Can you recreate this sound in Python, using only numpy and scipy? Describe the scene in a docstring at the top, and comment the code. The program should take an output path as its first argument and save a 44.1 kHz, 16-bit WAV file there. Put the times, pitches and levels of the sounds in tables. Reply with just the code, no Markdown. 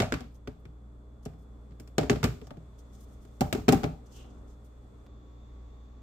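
"""Glass boxes with plastic lids are set down and stacked in a kitchen cabinet, close to a phone.
Each contact is a short chatter that cracks, rings glass, rim and lid and thumps shelf and walls;
the cabinet reverberates. Fingers brush the lids and one drags on the glass. A refrigerator hums
over quiet room air. Near the end a faint double click marks a cut; hiss and whine change abruptly."""
import sys
import numpy as np
from scipy import signal
from scipy.fft import rfft, irfft, next_fast_len
from scipy.io import wavfile
from scipy.ndimage import map_coordinates

SR = 44100
rng = np.random.default_rng(int(sys.argv[2]) if len(sys.argv) > 2 else 0)


def transcribe(u):
    """Save the signal u as a 16-bit wav file named by the first command-line argument.

    u: samples, shape (n,) or (channels, n), limited to [-1, 1]; the rate is SR.
    q: integer samples, one column per channel.
    """
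    v = np.clip(np.atleast_2d(u).T, -1, 1)
    q = np.round(v * 32767).astype(np.int16)
    wavfile.write(sys.argv[1], SR, q)


N = 265482
TIME_S = np.arange(N) / SR
CUT_S = 5.065  # hiss and whine change abruptly


def amp(db):
    """Level in dB to gain."""
    return 10 ** (np.asarray(db) / 20)


def along(points, hz):
    """(f/Hz, value) points interpolated on a log axis."""
    f, values = np.transpose(points)
    return np.interp(np.log(hz + 1), np.log(f + 1), values)


def curves(rows):
    """(t/s, ...) rows to one per-sample curve per value column."""
    times, *columns = np.transpose(rows)
    return [np.interp(TIME_S, times, column) for column in columns]


def wobble(rate_hz):
    """Smooth random curve through knots at rate_hz."""
    knots = rng.standard_normal(int(N * rate_hz / SR) + 4)
    return map_coordinates(knots, [TIME_S * rate_hz])


def stroke(start_s, hold_s, db, rise_s, fall_s):
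    """Gain that rises, holds and falls; rise_s and fall_s per 10 dB."""
    since = TIME_S - start_s
    return amp(db - 10 * np.maximum(-since / rise_s, 0) - 10 * np.maximum((since - hold_s) / fall_s, 0))


def filtered(x, response):
    """x through a complex frequency response."""
    n = x.shape[-1]
    padded = next_fast_len(n + 2048)
    return irfft(rfft(x, padded) * response(np.fft.rfftfreq(padded, 1 / SR)), padded)[..., :n]


def shaped(x, gains):
    """x through a (f/Hz, gain/dB) curve."""
    return filtered(x, lambda hz: amp(along(gains, hz)))


def peaked(drive, response):
    """Filtered rows, scaled so the first peaks at 1."""
    answer = filtered(drive, response)
    return answer / np.abs(answer[0]).max()


def paired(pair, coherence):
    """Two independent signals mixed to a (f/Hz, left-right coherence) curve, clipped to +-1."""
    def weights(hz):
        angle = np.arccos(np.clip(along(coherence, hz), -1, 1)) / 2
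        return np.array([np.cos(angle), np.sin(angle)])
    mid, side = filtered(pair, weights)
    return np.array([mid + side, mid - side])


def noise(spectrum, coherence):
    """Shaped stereo noise, rms 1."""
    x = paired(shaped(rng.standard_normal((2, N)), spectrum), coherence)
    return x / np.sqrt(np.mean(x ** 2))


def echoes(x, tail):
    """x convolved with a stereo tail, left energy scaled to 1."""
    return signal.fftconvolve(x[None], tail / np.linalg.norm(tail[0]), axes=1)[:, :len(x)]


# room air: t/s, murmur level/dB, hiss level/dB
AIR_LEVELS = [(0, -60, -82.5), (1.6, -58, -78.5), (4.1, -56, -75.5), (4.6, -57, -77.5), (5.05, -57, -77),
              (6.02, -58, -76.5)]
# air spectra: f/Hz, relative density/dB
MURMUR_SPECTRUM = [(12, -28.5), (30, -2), (85, -4), (105, -8.5), (160, -15), (200, -7), (290, -11.5),
                   (325, -19), (400, -12.5), (600, -19), (950, -24.5), (1250, -24), (1450, -29),
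                   (2500, -53.5), (4000, -77)]
HISS_SPECTRUM = [(1060, -41.5), (1800, -8), (3220, -15.5), (3310, -8), (3560, -7), (3730, -12.5),
                 (3840, -14.5), (4370, -14), (5210, -19), (7600, -12.5), (9490, -18), (15200, -26.5),
                 (16400, -31)]
# murmur width: f/Hz, coherence
MURMUR_COHERENCE = [(60, 1.0), (180, 0.83), (550, 0.42), (1650, -0.21), (4970, 0.82), (15000, -2)]
# hiss dulling after the cut: f/Hz, gain/dB
DULL_HISS_EQ = [(7000, -0.2), (9500, -12), (16000, 1)]
def air():
    """Low room murmur under a faint hiss, duller after the cut."""
    murmur_db, hiss_db = curves(AIR_LEVELS)
    murmur = amp(murmur_db + .8 * wobble(3.22)) * noise(MURMUR_SPECTRUM, MURMUR_COHERENCE)
    hiss = noise(HISS_SPECTRUM, [(3000, 0)])
    hiss = np.where(TIME_S < CUT_S, hiss, shaped(hiss, DULL_HISS_EQ))
    return murmur + amp(hiss_db + .8 * wobble(1.8)) * hiss


# motor hum: f/Hz, level/dB
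MOTOR_LINES = [(59.2, -52), (118.4, -62.5), (215.3, -75), (296.1, -70), (371.4, -81), (414.5, -77.5),
               (624.5, -84)]
# thin tones: f/Hz, level before the cut/dB, level after/dB
WHINE_LINES = [(1066, -88, -85), (1125, -88, -78), (3440, -89, -87), (3618, -104, -87)]
def refrigerator():
    """Motor lines, the higher the less steady; the whine swells with the hiss until the cut."""
    _, hiss_db = curves(AIR_LEVELS)
    swell_db = .7 * (hiss_db - hiss_db.mean())
    whine = [(hz, np.where(TIME_S < CUT_S, before + swell_db, after))
             for hz, before, after in WHINE_LINES]
    hum = np.zeros((2, N))
    for hz, db in list(MOTOR_LINES) + whine:
        unsteady = np.log(hz / 45)
        phase = 2 * np.pi * hz * TIME_S + 0.28 * unsteady * wobble(25)
        spread_rad = min(hz / 900, .8) * rng.uniform(-1, 1)
        flicker_db = 0.3 * unsteady * wobble(8.3) + 0.52 * wobble(2.73)
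        hum += amp(db + 3.5 + flicker_db) * np.sin([phase + spread_rad, phase - spread_rad])
    return hum


def ring(modes, drive, scatter_db):
    """Driven resonances of alternating sign, their strengths redrawn for each blow."""
    gains = [(-1) ** k * amp(db + rng.normal(0, scatter_db)) for k, (_, _, db) in enumerate(modes)]
    return peaked(drive, lambda hz: sum(gain * 1j * hz * width / (centre ** 2 - hz ** 2 + 1j * hz * width)
                                        for gain, (centre, width, _) in zip(gains, modes)))


def favoured(modes, hz, db_per_octave=10):
    """Modes weakened by their distance from hz."""
    return [(centre, width, db - db_per_octave * abs(np.log2(centre / hz))) for centre, width, db in modes]


# contacts: t/s, level/dB, relative wall boom/dB, shelf thump/dB, lid knock/dB, rim clink/dB,
# chatter time constant/ms
CONTACTS = [(0.0014, -25.5, 4, 8.5, 3, -19.5, 29.7), (0.0204, -35, 3.5, 9.5, 6, -12, 30),
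            (0.1227, -19, -7, -2.5, -12, -20.5, 1.2), (0.1396, -26, -3, -6.5, -10, -29, 1.5),
            (0.206, -49, 5, 14.5, 9, -3.5, 7.1), (0.2423, -59.5, 11, 1, 6, -19, 1.3),
            (0.4741, -45, 12.5, 11, 0.5, -29, 7), (0.6538, -47.5, 5, 1.5, -21, -33.5, 1.34),
            (1.2531, -56.5, 15, -10, -2, 11, 5.6), (1.258, -49, 17.5, 13.5, 10, -18, 2.6),
            (1.3347, -69.5, 30.5, 23, 9.5, -16, 1.6), (1.709, -57, 12, -2, -11, -15, 0.87),
            (1.721, -59.5, 5, 2, -2, -16, 1.3), (1.7987, -52, 5, 10.5, -1.5, 1, 9.6),
            (1.875, -59.5, 2, 9, -2, -1, 12), (1.982, -20.5, -29.5, 5.5, 2.5, -4, 0.69),
            (1.9862, -26.5, 2.5, 8, -8, -29.5, 2.2), (2.012, -42, 4, 15.5, 0, -4, 2.2),
            (2.0319, -45.5, 14.5, 15, 10.5, -27.5, 2), (2.0973, -15.5, -7, -1.5, -10.5, -13.5, 3.3),
            (2.1048, -34, 8, 7, 1.5, -1.5, 3.5), (2.1145, -35.5, -1.5, 15.5, 5.5, -22.5, 14),
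            (2.1289, -41.5, -5, 14, 10, -25, 3), (2.1592, -41, 13.5, 11.5, 6.5, -15.5, 1.2),
            (2.23, -23.5, 5.5, -2, -7, -17.5, 10), (2.2406, -22, -1, 5, -5, -10.5, 14.7),
            (2.2534, -36.5, 0, 6.5, -4, -20.5, 26), (2.4149, -57.5, 20, 17, 8, -22, 2.8),
            (2.47, -59.5, 16.5, 6, 8.7, 5, 2), (2.5065, -49.5, 13, 5, 9.5, -47.5, 2.6),
            (2.5704, -51, 11, 7.5, -4.5, -37, 2.1), (3.2514, -51.5, -4, 1.5, -6.5, -12, 1.3),
            (3.4081, -29, 7.5, 12, 4, -1, 1.8), (3.4141, -42, 14, 15, 20.5, -2.5, 3.7),
            (3.5271, -23.5, -2.5, 2, 2.5, -4.5, 1.7), (3.5494, -38, 3, 19, 4, -27, 4.8),
            (3.5775, -46, 5, 14, 1, -18, 1.9), (3.5971, -55, 19, -10, 11, -23, 1.4),
            (3.682, -26.5, 8.5, 18, 6.5, -17, 10), (3.6887, -16.5, -2.5, 1.5, -21, -16, 5.1),
            (3.7234, -25.5, 1.5, 10, -0.5, -1.5, 3.9), (3.7302, -29.5, -4, 19.5, 7, -9.5, 1.5),
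            (3.7444, -35, 8, 10, -11, -9, 4.6), (3.7753, -50, 18.5, -6, 9.5, -17.5, 3),
            (3.8333, -37, 14, 15, 7, -24.5, 1.8), (3.8403, -30.5, 1.5, 4.5, -6, -32.5, 11),
            (3.859, -48, 17, 19, -4, -17.5, 3.3), (4.2438, -70, 5, 16, 17, -22, 11)]
# handlings: from t/s, favoured lid f/Hz, favoured rim f/Hz, sparkle re clink/dB
HANDLINGS = [(0, 650, 4300, 3), (.3, 710, 4300, -20), (1.1, 640, 5600, -17), (1.6, 600, 4300, 2.5),
             (2.95, 720, 6760, 5)]
# body modes: f/Hz, width/Hz, relative level/dB
GLASS_MODES = [(1340, 510, 19.5), (1910, 290, -22), (2148, 600, 11), (2550, 140, -36.5), (3220, 450, -5.5)]  # damped by lid and hand
RIM_MODES = [(4340, 190, -1), (5644, 600, 6.5), (6240, 950, 5), (7410, 2150, 11)]  # stiff rim and clasps
LID_MODES = [(570, 177, 2.5), (600, 25, 5.5), (667, 53, -10), (777.6, 49.5, 3), (873, 180, -10),
             (1152, 250, -9.5), (1184, 170, -2.5)]
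SHELF_MODES = [(249, 46.4, -2), (281.6, 49.5, 0), (309, 89, -5.5), (419.5, 32.5, -2.5), (477.6, 53, -10)]
WALL_MODES = [(55, 10, -4), (85, 20, -3.5), (125, 29, 0.5), (160.3, 11, 7)]
# shelf to the left, clinks slightly right: f/Hz, left minus right/dB
BALANCE = [(150, -0.3), (320, 4.5), (800, -0.9), (2500, -0.2), (8000, -1)]
LEFT_STACK_S = 3.0  # later boxes go onto the left stack
def boxes():
    """Glass meets lid in a chatter that cracks and rings; the weight drives shelf and walls."""
    out = np.zeros((2, N + SR))
    t = np.arange(SR * 3 // 10) / SR
    for start_s, db, boom_db, thump_db, knock_db, clink_db, chatter_ms in CONTACTS:
        _, lid_hz, rim_hz, sparkle_db = [row for row in HANDLINGS if row[0] <= start_s][-1]
        chatter = rng.standard_normal(len(t)) * np.exp(-1000 * t / chatter_ms)
        chatter *= amp(3 * rng.standard_normal(len(t) // 32 + 1)).repeat(32)[:len(t)]  # uneven bounces
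        # row 0: direct sound; row 1: one jolt of equal energy, feeding the echoes
        jolts = np.array([chatter, np.linalg.norm(chatter) * (t == 0)])
        push = np.exp(-t / 0.00075) * t / 0.00032 + 0.04 * jolts  # the weight lands softly
        crack = amp(-16) * peaked(jolts, lambda hz: 1j * hz / (1300 + 1j * hz) / (1 + 1j * hz / 4500) ** 4)
        glass = amp(-5) * ring(GLASS_MODES, jolts, scatter_db=3)
        clink = amp(clink_db) * ring(favoured(RIM_MODES, rim_hz), jolts, scatter_db=1.5)
        sparkle = amp(clink_db + sparkle_db) * peaked(jolts, lambda hz: (1j * hz / (8000 + 1j * hz)) ** 4)
        knock = amp(knock_db) * ring(favoured(LID_MODES, lid_hz), jolts, scatter_db=2)
        thump = amp(thump_db) * ring(SHELF_MODES, push, scatter_db=2)
        boom = amp(boom_db) * ring(WALL_MODES, push, scatter_db=1.22)
        blow = crack + glass + clink + sparkle + knock + thump
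        left_lag_s = -.00022 if start_s > LEFT_STACK_S else .0001
        direct = filtered(blow[0], lambda hz: np.exp(1j * np.pi * left_lag_s * np.outer([-1, 1], hz)))
        direct += boom[0]  # long waves reach both microphones alike
        onset = round(start_s * SR)
        out[:, onset:onset + len(t)] += amp(db - 3) * (direct + cabinet(blow[1] + boom[1]))
    return filtered(out[:, :N], lambda hz: amp(np.outer([.5, -.5], along(BALANCE, hz))))


# cabinet decay: f/Hz, T60/s
CABINET_T60 = [(80, 0.24), (210, 0.43), (560, 0.34), (1500, 0.3), (4000, 0.39), (12000, 0.4)]
# echo width: f/Hz, coherence
CABINET_COHERENCE = [(60, 1), (180, 0.92), (550, 0.32), (1650, 0.03), (4970, 0.031), (15000, 0.061)]
# tail strength: f/Hz, gain/dB
TAIL_EQ = [(80, 4), (300, -10), (1000, 3), (3000, -7.5), (8000, -6), (14000, 0)]
def cabinet(x, early_t60_s=0.04, tail_rise_s=0.00087):
    """Nearby boxes reflect short waves at once; in the tail each frequency decays at its own rate."""
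    t = np.arange(len(x)) / SR
    early = paired(rng.standard_normal((2, len(x))) * amp(-60 * t / early_t60_s), CABINET_COHERENCE)
    hz, frame_s, spectra = signal.stft(rng.standard_normal((2, len(x))), SR, nperseg=256)
    decay = amp(-60 * frame_s / along(CABINET_T60, hz)[:, None])
    tail = signal.istft(spectra * decay, SR, nperseg=256)[1][:, :len(x)]
    tail = paired(tail * (1 - np.exp(-t / tail_rise_s)), CABINET_COHERENCE)
    highs = filtered(x, lambda f: 1j * f / (500 + 1j * f))
    return amp(5) * echoes(highs, early) + echoes(shaped(x, TAIL_EQ), tail)


# finger slides: t/s, hold/s, rustle level/dB, fizz level/dB
SLIDES = [(0.318, 0.003, -114.5, -79.5), (0.348, 0.013, -73, -73.5), (0.597, 0.004, -90, -78),
          (1.232, 0.004, -72, -73), (1.394, 0.04, -83, -80), (2.435, 0.04, -71, -88),
          (2.79, 0.0064, -67, -70), (2.86, 0.41, -87.5, -96), (2.932, 0.042, -74, -76),
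          (3.011, 0.019, -68.5, -65), (3.093, 0.051, -78.5, -75.5), (3.221, 0.03, -76, -74),
          (3.31, 0.1, -81, -81), (4.064, 0.011, -71, -77), (4.122, 0.077, -65, -71),
          (4.22, 0.16, -79.5, -96), (4.48, 0.05, -77, -82), (4.648, 0.012, -75, -70)]
# skin on plastic: f/Hz, relative density/dB
RUSTLE_SPECTRUM = [(1760, -50), (3000, -3), (3260, -1), (3920, -4), (6490, 4.5), (9000, -3), (11700, -43),
                   (19800, -120)]
def fingers():
    """Skin slips over the lids: grainy rustle, fizz above; longer slides have softer edges."""
    grain = amp(2.2 * wobble(90))
    envelopes = np.array([stroke(start_s, hold_s, 0, 0.004 + 0.13 * hold_s, 0.014 + 0.13 * hold_s)
                          for start_s, hold_s, _, _ in SLIDES])
    _, _, rustle_db, fizz_db = np.transpose(SLIDES)
    rustle = amp(rustle_db) @ envelopes * noise(RUSTLE_SPECTRUM, [(3000, 0.074)])
    fizz_spectrum = [(6000, -60), (8500, 3), (12000, -1.5), (16400, -8)]
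    fizz = amp(fizz_db) @ envelopes * noise(fizz_spectrum, [(3000, 0.19)])
    return grain * (rustle + fizz)


# fingertip on glass: t/s, hold/s, level/dB
DRAG = (4.17, 0.042, -63.5)
def fingertip_drag():
    """A fingertip drags on the glass and sings in a noise band near 2.8 kHz."""
    band = noise([(2300, -18), (2800, -4), (3200, -7), (4200, -19), (6000, -36)], [(3000, .3)])
    return stroke(*DRAG, rise_s=.035, fall_s=.06) * band


def splice_clicks(db=-48, gap_s=.0045, decay_s=.0004):
    """Two dry broadband clicks at the cut."""
    jumps = np.zeros(N)
    jumps[[round(CUT_S * SR), round((CUT_S + gap_s) * SR)]] = -1, 1
    pulse = np.exp(-TIME_S[:SR // 100] / decay_s)
    return amp(db) * np.convolve(jumps, pulse)[:N]


def scene():
    """Handling sounds and splice clicks over refrigerator and room air, stereo."""
    return boxes() + fingers() + fingertip_drag() + splice_clicks() + refrigerator() + air()


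# microphone response: f/Hz, gain/dB
MICROPHONE_EQ = [(6000, 2), (8500, 0.5), (10000, -7), (11500, 0), (15300, 2), (16000, -17.5)]
BAND_LIMIT_HZ = 16500
def record(dry):
    """The microphones dip near 10 kHz and pass nothing above the band limit."""
    return filtered(dry, lambda hz: amp(along(MICROPHONE_EQ, hz)) * (hz < BAND_LIMIT_HZ))


dry = scene()
out = record(dry)
transcribe(out)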